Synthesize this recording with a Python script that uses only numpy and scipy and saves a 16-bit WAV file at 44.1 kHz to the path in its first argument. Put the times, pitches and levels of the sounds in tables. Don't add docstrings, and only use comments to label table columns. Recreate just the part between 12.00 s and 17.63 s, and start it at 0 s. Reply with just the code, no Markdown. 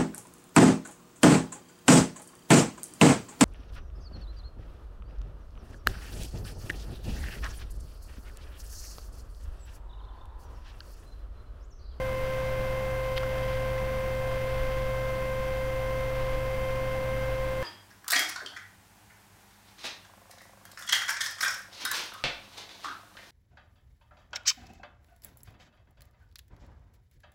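import sys
import numpy as np
from scipy import signal
from scipy.fft import rfft, irfft, next_fast_len
from scipy.io import wavfile
from scipy.ndimage import uniform_filter1d, map_coordinates

SR = 44100
rng = np.random.default_rng(int(sys.argv[2]) if len(sys.argv) > 2 else 0)


def wav_out(sig):
    wavfile.write(sys.argv[1], SR, np.round(np.clip(np.atleast_2d(sig).T, -1, 1) * 32767).astype(np.int16))


def field_ratio(decibels):
    return 10 ** (np.asarray(decibels, dtype=float) / 20)


N = 248180

# t/s, fourth blade overtone f/Hz
FAN_DRIFT = [
    (0.1, 2090),
    (5.5, 2097),
]
# multiple of blade pitch, rms level/dB, eddy noise level/dB
BLADE_OVERTONES = [(1, -32.5, -31.5), (2, -44, -13), (3, -49, -12.5), (4, -44, -19), (5, -56, -8.5),
                   (6, -56, -13), (7, -62.5, -7)]
# multiple of shaft speed, rms level/dB
SHAFT_TONES = [
    (1, -53.5),
    (8, -56.5),
]
# f/Hz, rms level/dB, unsteadiness/dB
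HUM_TONES = [
    (49.96, -39.8, 1.5),
    (120.35, -39.5, 1),
    (99.77, -58, 1),
    (149.85, -58, 0.5),
    (200.7, -58, 2),
]
# f/Hz, density level/dB
AIR_SPECTRUM = [(30, -21), (60, -0.5), (130, -8.5), (250, -12.5), (370, -16), (480, -11.5), (900, -15),
                (1250, -16.5), (1900, -16.5), (2350, -18), (3000, -20), (3500, -20), (4000, -23),
                (5000, -62.5)]
# f/Hz, width/Hz, boost/dB
CASE_MODES = [(200.2, 12, 4), (307, 30, 4), (747, 50, 4.5), (1013.7, 45, 7), (653, 25, 4), (1308, 36, 2.5),
              (1568, 120, 2), (2000, 100, 0.5), (2450, 110, 1.5)]
# f/Hz, density level/dB
RUMBLE_SPECTRUM = [(3, -30), (8, -8), (13, -2), (19, 0), (30, -6), (42, -9), (60, -17), (90, -35)]
# t/s, rise/dB, half length/s
RUMBLE_SWELLS = [(0.25, 5, 0.068), (0.616, 4.5, 0.1), (1.546, 4.5, 0.081), (2.347, 6, 0.042),
                 (2.681, 10, .18), (3.5, 2, .25), (4.036, 3, 0.041), (4.202, 8.5, 0.048), (4.33, 12, .07),
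                 (4.706, 6, 0.09), (5.362, 7, 0.11), (5.52, 4, 0.051)]
# t/s, peak level/dB, ring f/Hz, decay by 60 dB/s
CONTACTS = [(1.1625, -33, 3000, .03), (1.1660, -27, 3100, .02), (1.1700, -27, 3700, .025),
            (1.1730, -23.5, 3900, .02), (1.1776, -10.5, 2100, .0035), (1.1786, -22, 3200, .02),
            (1.1808, -25, 3700, .016), (1.2310, -28, 1100, .035), (1.2335, -27, 1400, .025),
            (1.2585, -35, 2000, .02), (1.2640, -37, 1500, .04), (1.7790, -31, 1950, .03)]
# start t/s, hold/s, level/dB
RUB_STROKES = [
    (1.18, .15, -50),
    (1.41, .13, -48.5),
    (1.58, .05, -53),
    (2.36, .04, -57),
]
# f/Hz, density level/dB
SKIN_SPECTRUM = [(700, -30), (1500, -2), (2200, -5), (3100, 0), (4000, -1), (4500, -20)]
READ_STAIRS = np.array([.1, .1, .235, .265, .43, .43, .54, .585, .73, .79, .93, .93])

DROPOUT_DB, SLIP_TURNS = 1.3, .045
RUMBLE_DB, RESTLESS_DB = -41, 1.5
CONTACT_S = .00012
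GRIP_S, LET_GO_DB_PER_S = .02, 91
CAMERA_HZ, TOP_HZ, STEP = 8000, 15730, 1 / 128


def filtered(x, response):
    m = next_fast_len(N + 8192)
    spectrum = rfft(x, m) * response(np.fft.rfftfreq(m, 1 / SR))
    return irfft(spectrum, m)[:N]


def coloured(points, boosts=()):
    hz, db = np.transpose(points)

    def response(f):
        curve = np.interp(np.log(f + 1), np.log(hz + 1), db)
        bells = sum(top * np.exp(-((f - c) / w) ** 2) for c, w, top in boosts)
        return field_ratio(curve + bells)

    x = filtered(rng.standard_normal(N), response)
    return x / np.std(x)


def wobble(rate):
    knots = rng.standard_normal(int(N * rate / SR) + 4)
    return map_coordinates(knots, [np.arange(N) * rate / SR])


def tone(turns):
    return np.sqrt(2) * np.sin(2 * np.pi * (turns + rng.random()))


def fan():
    t = np.arange(N) / SR
    drift_s, fourth_hz = np.transpose(FAN_DRIFT)
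    blade_hz = np.interp(t, drift_s, fourth_hz) / 4 + .2 * wobble(8)
    turns = np.cumsum(blade_hz) / SR
    out = sum(field_ratio(db + 2 * wobble(3)) * tone(k * turns / 7) for k, db in SHAFT_TONES)
    for k, db, eddy_db in BLADE_OVERTONES:
        dropout_db = DROPOUT_DB * (k in (2, 3, 6)) * wobble(12)
        sway_db = 0.14 * k * wobble(5) + dropout_db
        slip = SLIP_TURNS * (k > 1) * wobble(15)
        eddies = 1 + field_ratio(eddy_db) * wobble(150)
        out = out + field_ratio(db + sway_db) * eddies * tone(k * turns + slip)
    return out


def air():
    level_db = -39 + 0.25 * wobble(1.7) + .4 * wobble(12)
    return field_ratio(level_db) * coloured(AIR_SPECTRUM, CASE_MODES)


def block():
    out, t = np.zeros(N), np.arange(SR // 10) / SR
    for s, db, hz, t60 in CONTACTS:
        shell = signal.butter(1, [hz * 0.49, hz * 1.8], "bandpass", fs=SR, output="sos")
        rattle = signal.sosfilt(shell, rng.standard_normal(len(t)))
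        ring = np.sin(2 * np.pi * hz * t)
        envelope = field_ratio(db - 60 * t / t60) * (1 - np.exp(-t / CONTACT_S))
        out[round(s * SR):][:len(t)] += envelope * (ring + rattle)
    return out


def rub():
    t = np.arange(N) / SR
    press = 0
    for s, hold, db in RUB_STROKES:
        grip = np.clip((t - s) / GRIP_S, 0, 1)
        press = press + grip * field_ratio(db - LET_GO_DB_PER_S * np.maximum(t - s - hold, 0))
    fits = field_ratio(3.2 * wobble(60))
    return press * fits * coloured(SKIN_SPECTRUM, [(1560, 90, 5), (3100, 150, 5)])


def hums():
    t = np.arange(N) / SR
    low = sum(field_ratio(db + shake_db * wobble(3)) * tone(hz * t) for hz, db, shake_db in HUM_TONES)
    comb = sum(field_ratio(-68 - .25 * (k - 39) ** 2) * tone(k * 49.99 * t) for k in range(33, 47))
    return low + comb


def rumble():
    deep = coloured(RUMBLE_SPECTRUM)
    power = np.abs(uniform_filter1d(deep ** 2, size=SR // 6))
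    even = deep / np.sqrt(power + 0.056)
    t = np.arange(N) / SR
    swell_db = sum(db * np.exp(-((t - s) / half) ** 2) for s, db, half in RUMBLE_SWELLS)
    return field_ratio(RUMBLE_DB + swell_db + RESTLESS_DB * wobble(7)) * even


def scene():
    return (fan() + air() + block() + rub() + hums() + rumble())[None]


def eight_bits(x):
    return np.floor(x / STEP) * STEP


def low_pass(x):
    return signal.sosfilt(signal.butter(12, 16620, fs=SR, output="sos"), x)


def record(dry):
    smooth = filtered(dry[0], lambda f: 1 / np.sqrt(1 + (f / 3900) ** 16))
    camera_times = np.arange(N * CAMERA_HZ // SR + 3) * SR / CAMERA_HZ
    coarse = eight_bits(np.interp(camera_times, np.arange(N), smooth))
    whole, part = np.divmod(np.arange(N) * CAMERA_HZ, SR)
    stairs = READ_STAIRS[part * len(READ_STAIRS) // SR]
    fine = eight_bits(np.interp(whole + stairs, np.arange(len(coarse)), coarse))
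    mix = filtered(fine, lambda f: f < TOP_HZ)[None]
    return low_pass(mix)


dry = scene()
out = record(dry)
wav_out(out)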